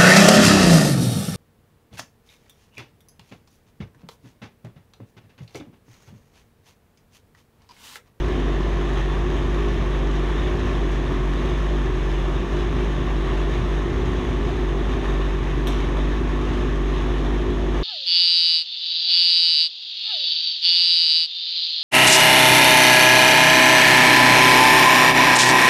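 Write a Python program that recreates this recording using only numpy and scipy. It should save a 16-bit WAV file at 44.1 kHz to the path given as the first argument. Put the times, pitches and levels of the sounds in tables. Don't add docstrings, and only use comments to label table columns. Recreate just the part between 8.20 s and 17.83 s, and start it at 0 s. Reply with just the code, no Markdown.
import sys
import numpy as np
from scipy import signal
from scipy.fft import rfft, irfft
from scipy.io import wavfile
from scipy.ndimage import uniform_filter1d

SR = 44100
rng = np.random.default_rng(int(sys.argv[2]) if len(sys.argv) > 2 else 0)


def pcm_store(signal):
    levels = np.round(np.clip(np.atleast_2d(signal), -1, 1) * 32767)
    wavfile.write(sys.argv[1], SR, levels.astype(np.int16).T)


N = 424683
T = np.arange(N) / SR


def undb(db):
    return 10 ** (np.asarray(db) / 20)


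def unit(x):
    return x / np.sqrt(np.mean(x ** 2))


def steady(x, span_s=0.15):
    size = int(span_s * SR)
    return x / np.sqrt(uniform_filter1d(uniform_filter1d(x ** 2, size), size))


def curve(table):
    return np.interp(T, *np.transpose(table))


def surge(hz, width_hz):
    f = np.fft.rfftfreq(N, 1 / SR)
    return unit(irfft(rfft(rng.standard_normal(N)) / (1 + ((f - hz) / width_hz) ** 2), N))


def lowpass(x, hz, order=2):
    return signal.sosfilt(signal.butter(order, hz, fs=SR, output="sos"), x)


def through(x, response):
    return irfft(rfft(x) * rfft(response, N), N)


def pulses(times, sizes):
    return np.bincount(np.clip(times * SR, 0, N).astype(int), sizes, N + 1)[:N]


def bursts(times, sizes, decay_s):
    envelope = through(pulses(times, sizes), np.exp(-T[:SR // 4] / decay_s))
    return envelope * rng.standard_normal(N)


def ring(modes):
    t = T[:SR // 2]
    return sum(undb(db) * width * np.exp(-np.pi * width * t) * np.cos(2 * np.pi * hz * t)
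               for hz, width, db in modes)


def colour(points, size=2048):
    hz, db = np.transpose(points)
    f = np.maximum(np.fft.rfftfreq(size, 1 / SR), 1)
    bass_rolloff = np.minimum(f / hz[0], 1) ** 2
    gain = undb(np.interp(np.log(f), np.log(hz), db)) * bass_rolloff
    cepstrum = irfft(np.log(gain))
    cepstrum[1:size // 2] *= 2
    cepstrum[size // 2 + 1:] = 0
    return irfft(np.exp(rfft(cepstrum)))


def garage(x, wet_db, t60_s=0.55, treble_t60_s=0.2):
    t = T[:SR // 2]
    reflections = rng.standard_normal(len(t)) * (1 - np.exp(-t / 0.0026))
    low = lowpass(reflections, 5500, order=1)
    treble = reflections - low
    tail = lowpass(low * undb(-60 * t / t60_s) + treble * undb(-60 * t / treble_t60_s), 11500)
    return x + undb(wet_db) * through(x, tail / np.linalg.norm(tail))


def firing_strengths(count, memory=0.68, period=3.61):
    feedback = [1, -2 * memory * np.cos(2 * np.pi / period), memory ** 2]
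    swing = unit(signal.lfilter([1], feedback, rng.standard_normal(count)))
    return unit(np.tanh(2 * swing))


def throb(phase, swing, depth=0.032, lead_cycles=0.015):
    # multiple of the firing rate, relative level in dB.
    partials = [(.5, -30), (1, -2), (3, -13.5), (3.5, -27.5), (4, -20.5)]
    # centre in seconds, sag in dB.
    misfires = [(.12, 2.5), (.66, 1.5), (1.55, -1), (2.43, 1.5), (2.88, 2), (3.21, 1), (4.27, 5), (4.85, 1),
                (5.7, 4), (6.04, 7), (6.36, 4), (6.82, 4), (7.17, 1), (7.96, 0), (9.26, 2)]
    angle = 2 * np.pi * (phase + lead_cycles * swing)
    pressure = sum(undb(db) * np.sin(k * angle) for k, db in partials)
    sag_db = sum(db * np.exp(-((T - s) / 0.043) ** 2) for s, db in misfires)
    return undb(-sag_db) * unit((1 + depth * swing) * pressure)


def boom(times, strength, gas_db=-2.5):
    # frequency in Hz, bandwidth in Hz, relative gain in dB.
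    room_modes = [(67.8, 25, 5), (86.6, 12, -2), (121.2, 9.1, 6), (143.2, 5.1, -9), (182.4, 20, -1),
                  (183, 7.6, -26)]
    gas = unit(bursts(times, np.ones(len(times)), decay_s=0.011))
    push = unit(pulses(times, strength)) + undb(gas_db) * gas
    pressure = through(push, ring(room_modes))
    pressure -= lowpass(pressure, 37, order=1)
    return steady(lowpass(pressure, 276, order=4))


def duct(times, strength, modes, gas_db, gas_s, scatter=0.13):
    pulse = unit(pulses(times, 1 + scatter * strength))
    gas = unit(bursts(times, np.ones(len(times)), gas_s))
    pressure = through(pulse + undb(gas_db) * gas, ring(modes))
    return steady(lowpass(pressure, 648, order=4))


def silencer(times, strength, rush_db, delay_s=0.0045):
    # frequency in Hz, bandwidth in Hz, relative gain in dB.
    silencer_modes = [(261.1, 12.4, -2.5), (282.4, 4.7, -5.5)]
    # time in seconds, relative level in dB.
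    levels = [(0.0, -40), (0.18, -32.0), (0.57, -42.5), (0.69, -36), (0.87, -44), (1.14, -35.5),
              (1.74, -39.5), (1.89, -33), (2.01, -39.5), (2.46, -35.5), (2.79, -36), (2.97, -33.0),
              (3.12, -35.5), (3.24, -35.5), (3.45, -42), (3.54, -34), (3.96, -40.5), (4.47, -35.5),
              (5.61, -39), (6.09, -32.5), (6.18, -34), (6.57, -37.5), (6.84, -34), (7.26, -39),
              (7.53, -29.5), (7.62, -34), (8.43, -32), (8.7, -34.5), (9.3, -32), (9.63, -35)]
    drone = duct(times + delay_s, strength, silencer_modes, gas_db=rush_db - 5.5, gas_s=0.06)
    return undb(curve(levels) + 4.5) * drone


def pipe(times, strength, rush_db):
    # frequency in Hz, bandwidth in Hz, relative gain in dB.
    pipe_modes = [(337.4, 14, 2), (363.6, 16.4, 13.5), (384, 6.9, 3), (404, 2.2, 10), (454, 6.3, -33),
                  (520, 26, -14.5), (678, 11.7, 0.5), (764.6, 16, 2)]
    # time in seconds, relative level in dB.
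    levels = [(0.0, -30.5), (0.12, -29.5), (0.48, -30.5), (0.63, -30), (0.93, -32.0), (1.11, -28.5),
              (1.26, -31.5), (1.38, -28.0), (1.71, -33), (1.83, -29.5), (1.92, -32), (2.37, -29),
              (2.49, -32.5), (2.58, -28.5), (2.76, -32.5), (2.97, -30.5), (3.15, -34.5), (3.27, -27.5),
              (3.39, -35), (3.51, -31), (3.99, -31), (4.26, -32), (4.41, -28), (4.5, -32), (4.65, -30),
              (4.86, -33), (5.07, -29.5), (5.19, -30.5), (5.34, -29.5), (5.46, -33.5), (5.61, -28.5),
              (6.18, -31.0), (6.3, -29.0), (6.45, -30), (6.54, -28.5), (6.66, -31.5), (6.9, -30),
              (6.99, -32.0), (8.22, -32), (8.34, -30), (8.61, -31.5), (9.09, -30.5), (9.24, -28),
              (9.63, -30)]
    bark = duct(times, strength, pipe_modes, gas_db=rush_db - 3.3, gas_s=0.042)
    return undb(curve(levels) + 3.3) * bark


def clatter(phase, scatter_db=2.5):
    # fraction of the turn, relative level in dB.
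    impacts = [(0.099, 10.5), (0.309, 3.5), (0.545, 2), (.67, 8.5), (0.928, 5)]
    # frequency in Hz, relative spectral density in dB.
    hood_spectrum = [(400, -5), (580, -1), (820, -6), (930, -2.5), (1120, -4), (1400, -9.5), (1600, -7.5),
                     (1800, -8), (2050, -9.5), (3650, -12), (4600, -26), (6500, -22), (7400, -33),
                     (10700, -37), (11700, -43), (14500, -43.5)]
    turns = np.arange(int(phase[-1] / 2) + 1)
    knocks = 0
    for share, db in impacts:
        times = np.interp(turns + share, phase / 2, T, right=N)
        sizes = undb(db + scatter_db * rng.standard_normal(len(turns)))
        knocks += garage(bursts(times, sizes, decay_s=0.0032), wet_db=3)
    rush = rng.standard_normal(N)
    return unit(through(unit(knocks) + rush, colour(hood_spectrum)))


def clinks(phase, scatter_db=1.5, slop_s=0.0006, width_hz=105):
    # fraction of the crank turn, frequency in Hz, relative level in dB.
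    parts = [(.11, 1760, -0.5), (0.149, 1090, 0), (.35, 1820, -0.5), (0.552, 965, 1.5), (0.802, 1118, 3.5)]
    turns = np.arange(int(phase[-1] / 2))
    ringing = 0
    for share, hz, db in parts:
        lateness, hardness = rng.standard_normal((2, len(turns)))
        times = np.interp(turns + share, phase / 2, T) + slop_s * lateness
        strikes = pulses(times, undb(db + scatter_db * hardness))
        ringing += through(strikes, ring([(hz, width_hz, 0)]))
    return unit(garage(lowpass(ringing, 2400, order=4), wet_db=-4))


def lid():
    # start in seconds, relative level in dB.
    taps = [(1.182, -46), (1.56, -43), (2.92, -44), (6.406, -47), (6.933, -46), (7.4715, -21),
            (7.474, -25.5), (7.4775, -27), (7.4805, -31), (7.487, -32)]
    # frequency in Hz, relative spectral density in dB.
    lid_spectrum = [(400, -10), (1800, 0), (2700, 1.5), (3600, 2), (4100, -3), (4500, -16), (5200, -14),
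                    (5700, -4), (6200, -4), (7000, -11.5), (8200, -11), (11000, -14.5), (12200, -17),
                    (13500, -12), (14700, -12.5), (15400, -30)]
    times, db = np.transpose(taps)
    cracks = pulses(times, undb(db + 9.5))
    scrapes = bursts(times, undb(db - 6), decay_s=0.0015)
    body = colour(lid_spectrum)
    return garage(through(cracks + scrapes, body / np.linalg.norm(body)), wet_db=-2)


def scene():
    # time in seconds, firing rate in Hz.
    firing_rates = [(0.0, 49.83), (0.12, 51.82), (0.24, 48.62), (0.3, 49.31), (0.36, 47.62), (0.67, 50.02),
                    (0.81, 47.32), (1.07, 50.28), (1.14, 48.88), (1.44, 50.91), (1.6, 48.57), (1.94, 48.56),
                    (2.38, 51.4), (2.71, 48.02), (2.82, 49.67), (3.0, 45.47), (3.18, 49.43), (3.56, 50.43),
                    (3.75, 45.75), (3.87, 47.29), (4.0, 47.62), (4.23, 48.84), (4.37, 50.43), (4.63, 50.46),
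                    (4.93, 49.67), (5.09, 47.26), (5.32, 49.99), (5.52, 48.84), (5.93, 52.51),
                    (6.17, 49.07), (6.36, 51.5), (6.51, 47.77), (6.74, 50.43), (6.87, 47.84), (7.11, 48.45),
                    (7.26, 47.21), (7.55, 49.11), (7.62, 47.68), (7.94, 50), (8.28, 49.67), (8.4, 51.08),
                    (8.53, 48.24), (8.7, 48.32), (8.85, 49.84), (9.05, 48.78), (9.27, 51.45), (9.4, 49.37),
                    (9.63, 49.74)]
    # time in seconds, relative level in dB.
    unevenness = [(0.0, -34), (0.12, -28), (0.3, -38), (0.39, -30.5), (0.75, -36), (1.26, -30), (1.41, -38),
                  (1.56, -27), (1.86, -39), (2.46, -27.5), (2.61, -36.5), (2.97, -29.5), (3.09, -37.5),
                  (3.3, -30), (3.42, -37), (3.6, -40), (3.69, -31), (3.96, -37.0), (4.23, -29.5),
                  (4.38, -33.5), (4.53, -28), (4.65, -34.5), (4.83, -28), (4.95, -39), (5.1, -29),
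                  (5.19, -40), (5.43, -26), (5.55, -40.5), (5.7, -27.5), (6.33, -30), (6.48, -35),
                  (6.6, -30), (6.81, -31), (6.9, -41), (7.26, -30), (7.53, -38), (7.68, -30), (7.83, -44),
                  (7.98, -29), (8.1, -35.5), (8.34, -29.5), (8.7, -38.5), (8.91, -31.5), (9.18, -38),
                  (9.3, -29.5), (9.63, -36)]
    # centre in seconds, rise in dB.
    rattles = [(.78, 4), (1.5, 1), (2.11, 3.5), (2.49, 2.5), (2.92, 3.5), (3.26, 2), (3.6, 1), (5.08, 4),
               (6.87, 5), (7.92, 2.5), (9.57, 2.5)]
    firing_hz = curve(firing_rates)
    wobble_s = 0.00015 * surge(hz=4, width_hz=5)
    phase = np.cumsum(firing_hz) / SR + firing_hz * wobble_s
    times = np.interp(np.arange(int(phase[-1]) + 1), phase, T)
    strength = firing_strengths(len(times))
    times += 0.00013 * rng.standard_normal(len(times))

    uneven_db = curve(unevenness)
    rough_db = uneven_db + 33
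    throb_db, rush_db = -18.5 - 0.23 * rough_db, 0.45 * rough_db
    exhaust = undb(throb_db) * throb(phase, np.interp(T, times, strength))
    exhaust += undb(uneven_db + 4) * boom(times, strength)
    exhaust += silencer(times, strength, rush_db) + pipe(times, strength, rush_db)
    hollow_hz, hollow_width_hz = 217, 10.6
    exhaust = signal.lfilter(*signal.iirnotch(hollow_hz, hollow_hz / hollow_width_hz, fs=SR), exhaust)

    rattle_db = sum(db * np.exp(-((T - s) / 0.044) ** 2) for s, db in rattles)
    clatter_db = -32.5 + 0.4 * surge(hz=2.9, width_hz=4.3) + 0.35 * rattle_db
    machinery = undb(clatter_db) * clatter(phase) + undb(rattle_db - 36.8) * clinks(phase)
    return (undb(-3) * (exhaust + machinery) + lid())[None]


def record(dry):
    bass_cut = signal.butter(3, 20, "highpass", fs=SR, output="sos")
    treble_cut = signal.ellip(10, .2, 80, 15250, fs=SR, output="sos")
    return signal.sosfilt(treble_cut, signal.sosfiltfilt(bass_cut, dry, padtype="even"))


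dry = scene()
out = record(dry)
pcm_store(out)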